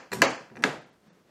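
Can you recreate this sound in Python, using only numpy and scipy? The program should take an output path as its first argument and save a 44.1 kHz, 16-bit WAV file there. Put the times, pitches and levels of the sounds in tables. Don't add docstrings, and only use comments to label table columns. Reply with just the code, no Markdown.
import sys
import numpy as np
from scipy import signal
from scipy.fft import rfft, irfft
from scipy.io import wavfile
from scipy.ndimage import uniform_filter1d, minimum_filter1d

SR = 44100
rng = np.random.default_rng(int(sys.argv[2]) if len(sys.argv) > 2 else 0)


def gain_from_db(level_db):
    decades = np.asarray(level_db, float) / 20
    return 10 ** decades


def materialize(psi):
    bounded = np.clip(np.atleast_2d(psi).T, -1, 1)
    quanta = np.round(bounded * 32767).astype(np.int16)
    wavfile.write(sys.argv[1], SR, quanta)


N = 57330
LEAD = 8192
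SPAN = N + LEAD

# t/s, bar level/dB, board level/dB, crack level/dB
UP_BLOWS = [
    (-.13, -7, -31.5, -32),
    (.2188, 1, -12.5, -18),
    (.2218, -14, -20.5, -37),
    (.2256, -8.5, -17, -27),
]
# t/s, bar level/dB, board level/dB, crack level/dB
DOWN_BLOWS = [
    (0.6381, -3, -29.5, -34),
    (0.6412, -12.5, -21.5, -43),
]
# t/s, ring level/dB, bar level/dB, board level/dB, crack level/dB
CHINKS = [(0.1163, -70.5, -40, -46, -59), (0.1178, -50, -25, -32, -45), (0.125, -50, -32, -44.5, -43.5),
          (0.1278, -51.5, -22, -24.5, -49), (.1320, -28, -23, -38, -35), (0.1431, -56.5, -43, -30.5, -45),
          (0.186, -80.5, -45, -37, -59.5), (.2370, -49.5, -31, -49.5, -35), (0.499, -82, -46.5, -50, -77.5),
          (0.5139, -77, -50, -42, -78.5), (0.5543, -76, -39, -47.5, -79), (.5600, -71, -45, -51, -62.5),
          (0.568, -54.5, -34.5, -46, -65), (0.5734, -75, -37.5, -47.5, -70.5),
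          (0.59, -68, -69, -54.5, -63.5), (0.6056, -66, -50, -44, -70.5), (0.6233, -44, -36, -64.5, -46),
          (0.628, -42.5, -32.5, -58.5, -64.5), (0.639, -32, -58, -52, -56.5)]


def evened(x):
    return x / np.sqrt(np.mean(x ** 2) + 1e-20)


def read(points, hz):
    f, value = np.transpose(points)
    return np.interp(np.log(hz + 1), np.log(f + 1), value)


def shaped(x, points):
    gain = gain_from_db(read(points, np.fft.rfftfreq(SPAN, 1 / SR)))
    return evened(irfft(rfft(x, SPAN) * gain, SPAN))


def coloured(x, shape_db):
    hz, t, z = signal.stft(x, SR, nperseg=256, noverlap=192)
    z = z * gain_from_db(shape_db(hz[:, None], t))
    return signal.istft(z, SR, nperseg=256, noverlap=192)[1][:len(x)]


def ringing(modes, rise_s=0.000067, waver=0):
    t = np.arange(SR // 2) / SR
    hand = rng.standard_normal((len(modes), len(t)))
    for _ in range(2):
        hand = uniform_filter1d(hand, round(0.003 * SR))
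    x = np.zeros(len(t))
    for k, (hz, db, t60) in enumerate(modes):
        fade = gain_from_db(db - 60 * t / max(t60, .004))
        unsteady = 1 - waver + waver * evened(hand[k])
        x += (-1) ** k * fade * np.sin(2 * np.pi * hz * t) * unsteady
    x = x * (1 - np.exp(-t / rise_s))
    return x / abs(x).max()


def damped(peaks):
    modes = []
    for hz, width, db in peaks:
        t60 = np.log(1000) / (np.pi * max(width, 100))
        modes.append((hz, db + 20 * np.log10(width), t60))
    return modes


def rattled(body):
    rattle_s = 0.0012
    t = np.arange(SR // 50) / SR
    touches = rng.standard_normal(len(t)) * (rng.random(len(t)) < .1)
    x = signal.fftconvolve(body, touches * t / rattle_s * np.exp(-2 * t / rattle_s))
    return x / abs(x).max()


def struck(rows, body, axis):
    train = np.zeros(SPAN)
    for row in rows:
        train[LEAD + round(row[0] * SR)] += gain_from_db(row[axis])
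    return signal.fftconvolve(train, body)[:SPAN]


def cracks(rows, t60, edges_hz):
    fade = struck(rows, gain_from_db(-60 * np.arange(SR // 10) / SR / t60), axis=-1)
    band = signal.butter(2, np.clip(edges_hz, 100, 20000), "band", fs=SR, output="sos")
    return fade * evened(signal.sosfilt(band, rng.standard_normal(SPAN)))


def air():
    # f/Hz, level/dB per Hz
    air_colour = [(25, -19), (60, -7), (250, 3), (1000, -9), (2400, -17), (6000, -21), (10000, -27),
                  (16000, -30)]
    return gain_from_db(-66) * shaped(rng.standard_normal(SPAN), air_colour)


def shed(near, shakes):
    # f/Hz, t60/s
    echo_times = [(100, 0.66), (260, .36), (700, 0.41), (1840, 0.42), (4850, 0.43), (12800, 0.31)]
    gap_s, fill_s, near_db = 0.0013, 0.0032, -16.5
    flat = [(20, 0), (20000, 0)]
    t, out = np.arange(SR) / SR, np.zeros(SPAN)
    for x, colour in [(gain_from_db(near_db) * near, flat), *shakes]:
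        tail = coloured(rng.standard_normal(SR), lambda hz, s: read(colour, hz) - 60 * s / read(echo_times, hz))
        tail = tail * (1 - np.exp(-np.maximum(t - gap_s, 0) / fill_s))
        out += signal.fftconvolve(x, tail / np.linalg.norm(tail))[:SPAN]
    return out


def fingers():
    # t/s, effort/dB
    rub_effort = [(0.94, -65), (0.958, -78), (1.01, -79.5), (1.018, -72), (1.074, -63.5), (1.202, -69),
                  (1.238, -77.5), (1.292, -64), (1.3, -67.5)]
    # t/s, effort/dB
    grip_effort = [(.11, -46.5), (.135, -39.5), (.215, -33.5), (.25, -61), (.49, -64.5), (.525, -51),
                   (.55, -52), (.6, -39.5), (.635, -43), (.66, -78.5)]
    # f/Hz, level/dB per Hz
    rub_colour = [(60, -25), (170, -3.5), (350, -9), (630, -11.5), (800, -16.5), (1700, -13.5), (2600, -22),
                  (5000, -25.5), (12000, -42)]
    # f/Hz, level/dB per Hz
    grip_colour = [(29, -48.5), (50, -15), (207, 0.5), (560, -18.5), (789, -11), (936, -23.5), (1560, -20),
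                   (3000, -39.5), (3900, -60.5), (6600, -120)]
    slips_per_s, spread_db, hiss_db, rub_trim_db = 310, 2, 11, 3.5

    t = (np.arange(SPAN) - LEAD) / SR
    slips = (rng.random(SPAN) < slips_per_s / SR) * gain_from_db(spread_db * rng.exponential(1, SPAN))
    slips = slips * rng.choice([-1, 1], SPAN)
    skin = evened(uniform_filter1d(slips, size=24)) + gain_from_db(hiss_db) * rng.standard_normal(SPAN)
    grip_db = np.interp(t, *np.transpose(grip_effort), left=-120, right=-120)
    rub_db = rub_trim_db + np.interp(t, *np.transpose([(.75, -110)] + rub_effort))
    grip = gain_from_db(grip_db) * shaped(skin, grip_colour + [(8000, -68.5)])
    return grip + gain_from_db(rub_db) * shaped(skin, rub_colour)


def ticks():
    # t/s, level/dB, f/Hz, t60/s
    notes_struck = [(0.1174, -36.5, 4190, 0.018), (0.1175, -44.5, 7100, .015), (.1435, -46, 9200, 0.013),
                    (.237, -43, 11040, .012), (0.501, -51, 1560, 0.023), (0.2195, -22, 11900, 0.004),
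                    (.2192, -41, 14400, .005), (.56, -53, 6160, .012), (.56, -62, 7800, .01),
                    (.592, -62, 5500, .02), (1.006, -72.5, 7280, .012), (1.066, -58, 232, 0.067),
                    (1.079, -50, 198, .08), (1.123, -57, 175, .1), (1.17, -57.5, 427, .08)]
    return sum(struck([row], ringing([(row[2], 0, row[3])], .0003), axis=1) for row in notes_struck)


def jolts():
    # f/Hz, level/dB per Hz
    jolt_up = [(35, -62.5), (60, -29.5), (274, 0.5), (2300, -10.5), (3340, -18.5), (3640, -29), (4320, -19),
               (7060, -23), (16000, -79)]
    # f/Hz, level/dB per Hz
    jolt_down = [(35, -53.5), (60, -24), (268, 2.5), (363, -3.5), (437, 1), (1140, -9.5), (1580, -9),
                 (8500, -31), (16000, -55)]
    # f/Hz, level/dB per Hz
    jolt_loose = [(200, -13), (450, 0), (900, 1.5), (1500, -4), (4000, -12), (9200, -10), (10500, -23.5),
                  (16000, -34.5)]
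    up = gain_from_db(10) * struck(UP_BLOWS[:2], [1], axis=1)
    down = gain_from_db(9) * struck(DOWN_BLOWS[:1], [1], axis=1)
    loose = gain_from_db(26) * struck(CHINKS, [1], axis=4)
    return (up, jolt_up), (down, jolt_down), (loose, jolt_loose)


def thin_tones():
    # f/Hz, level/dB, t60/s
    tones_up = [(994, -2, 0.18), (1255, 2, .3), (1916, -6, 0.15), (2210, -2.5, 0.36), (2445, -2, 0.27),
                (2616, -6.5, 0.4), (3410, -12, 0.4), (3880, -3.5, 0.26), (4420, 0, 0.26), (4740, -4.5, 0.16),
                (5288, -11, 0.1), (5970, -9, 0.21), (6160, -11.5, 0.37), (6990, -11, 0.27)]
    # f/Hz, level/dB, t60/s
    tones_down = [(1208, 0.5, 0.17), (1560, -2, 0.22), (1670, -2, 0.35), (1814, -10, 0.3), (2240, -8, 0.28),
                  (4339, -7, 0.13), (5050, -12.5, 0.24), (6164, -18, 0.35), (6848, -13, 0.34),
                  (7219, -14.5, 0.33), (9076, -23, 0.32)]
    up = gain_from_db(-20) * struck(UP_BLOWS[:2], ringing(tones_up, 0.0032, .4), axis=1)
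    down = gain_from_db(-25) * struck(DOWN_BLOWS[:1], ringing(tones_down, .004, .4), axis=1)
    return up + down


def latch():
    # f/Hz, width/Hz, level/dB
    bar_up = [(1020, 74, -4), (1670, 105, 2.5), (2024, 90, -3.5), (2380, 90, -7.5), (2690, 100, -7.5),
              (2923, 65, -6.5), (3070, 48, -8.5), (4125, 67, -9.5), (4723, 120, -13.5), (5290, 180, -25),
              (4350, 100, -16.5), (6120, 220, -15), (7210, 300, -17), (8010, 220, -27)]
    bar_down = [(1404, 220, -4.5), (1659, 81, 1.5), (2072, 75, 2), (2665, 120, -8.5), (3070, 74, -9.5),
                (3270, 140, -16.5), (3500, 180, -12.5), (3980, 55, -9), (4350, 150, -16.5),
                (5060, 150, -18), (5710, 68, -22.5), (6420, 64, -14.5), (7480, 220, -20.5),
                (7890, 60, -32.5)]
    bar_loose = [(830, 310, 1), (1670, 250, 3), (1970, 95, 5.5), (2405, 42, 9), (2700, 100, -0.5),
                 (3550, 970, -12.5), (4497, 430, -15.5)]
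    # f/Hz, level/dB, t60/s
    ring_up = [(4083, -1.5, 0.052), (5430, -6.5, 0.15), (6860, -12, 0.12), (7460, 14.5, 0.019),
               (8970, -12, .16), (9200, -15.5, 0.3), (11560, -13, 0.18), (11900, -13, 0.16),
               (13250, -16.5, .18)]
    ring_down = [(5530, -1, 0.046), (5780, 15, 0.048), (7400, -5.5, 0.045), (8300, -5.5, 0.046),
                 (11400, -15, 0.4), (11320, -19.5, .25)]
    # f/Hz, level/dB, t60/s
    boards_up = [(175, -12.5, 0.071), (266, -9, 0.17), (310, -10, 0.17), (406, -4, 0.12), (508.7, 4, 0.41),
                 (547, 3.5, 0.15), (664, 2.5, 0.2), (819, -16, 0.36)]
    boards_down = [(148.1, -8, 0.31), (206, -8, 0.12), (269.3, -5.5, .16), (430.5, 2.5, 0.14),
                   (566, -10, 0.078), (674, -18, 0.097), (808, -9.5, 0.18), (967, 1.5, 0.054)]
    boards_loose = [(181.4, -7, 0.089), (228.4, -7.5, 0.1), (375, -0.5, 0.11), (428, -5, .06),
                    (497, -5, 0.074), (600, 2, 0.017), (972, -7.5, 0.076)]
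    turn_s, hand_waver, board_rise_s = .4, .85, 0.013

    steel = struck(UP_BLOWS, ringing(damped(bar_up)), axis=1)
    steel -= struck(DOWN_BLOWS, ringing(damped(bar_down)), axis=1)
    steel += struck(CHINKS, rattled(ringing(damped(bar_loose))), axis=2)

    lifting = [c for c in CHINKS if c[0] < turn_s]
    lowering = [c for c in CHINKS if c[0] > turn_s]
    steel += struck(lifting, ringing(ring_up, 0.00048, hand_waver), axis=1)
    steel += struck(lowering, ringing(ring_down, .001, hand_waver), axis=1)

    wood = struck(UP_BLOWS, ringing(boards_up, board_rise_s), axis=2)
    wood += struck(DOWN_BLOWS, ringing(boards_down, board_rise_s), axis=2)
    wood += struck(CHINKS, ringing(boards_loose, 0.0045), axis=3)

    crack = cracks(UP_BLOWS + DOWN_BLOWS, t60=.012, edges_hz=(2443, 10120))
    scrape = cracks(CHINKS, t60=0.034, edges_hz=(1500, 7800))
    return steel + wood + crack + scrape


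def scene():
    near = latch() + fingers()
    echo = shed(near, jolts())
    return (near + echo + thin_tones() + ticks())[None, LEAD:]


def dulled(x):
    # t/s, length/s, top f/Hz, lowest thinned f/Hz
    dull_moments = [(.278, .034, 8400, 3000), (0.333, 0.014, 8400, 3200), (0.38, 0.019, 8300, 3150),
                    (.802, .014, 8200, 5000), (0.844, 0.025, 9200, 4800), (.913, 0.02, 8870, 4500),
                    (1.107, 0.035, 9000, 2800)]
    drop_db, kept_db = -20, 3
    hz, t, z = signal.stft(x[0], SR, nperseg=1024, noverlap=896)
    power = uniform_filter1d(abs(z) ** 2, size=5) + 1e-18
    gain_db = np.zeros(z.shape)
    for s, length, top_hz, low_hz in dull_moments:
        now = power[:, np.argmin(abs(t - s))]
        over_db = 10 * np.log10(now / uniform_filter1d(now, size=21)) - 2 * (hz - low_hz) / top_hz
        thinned = np.where(over_db < 0, drop_db, kept_db) * np.clip((hz - low_hz) / 600, 0, 1)
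        lost = np.where(hz > top_hz, 1.5 * drop_db, thinned)
        gain_db += lost[:, None] * np.clip((length / 2 - abs(t - s)) / .008 + .5, 0, 1)
    return signal.istft(z * gain_from_db(gain_db), SR, nperseg=1024, noverlap=896)[1][None, :N]


def top_cut(x):
    return signal.sosfilt(signal.butter(12, 16470, fs=SR, output="sos"), x)


def record(dry):
    low_hz, top_hz, ceiling = 111, 15800, .7
    x = signal.sosfilt(signal.butter(3, low_hz, "high", fs=SR, output="sos"), dry) + air()[LEAD:]
    room = np.minimum(ceiling / (abs(x) + 1e-9), 1)
    x = x * uniform_filter1d(minimum_filter1d(room, size=81), size=41)
    x = signal.fftconvolve(dulled(x), signal.firwin(101, top_hz, fs=SR)[None], "same")
    return top_cut(x)


dry = scene()
out = record(dry)
materialize(out)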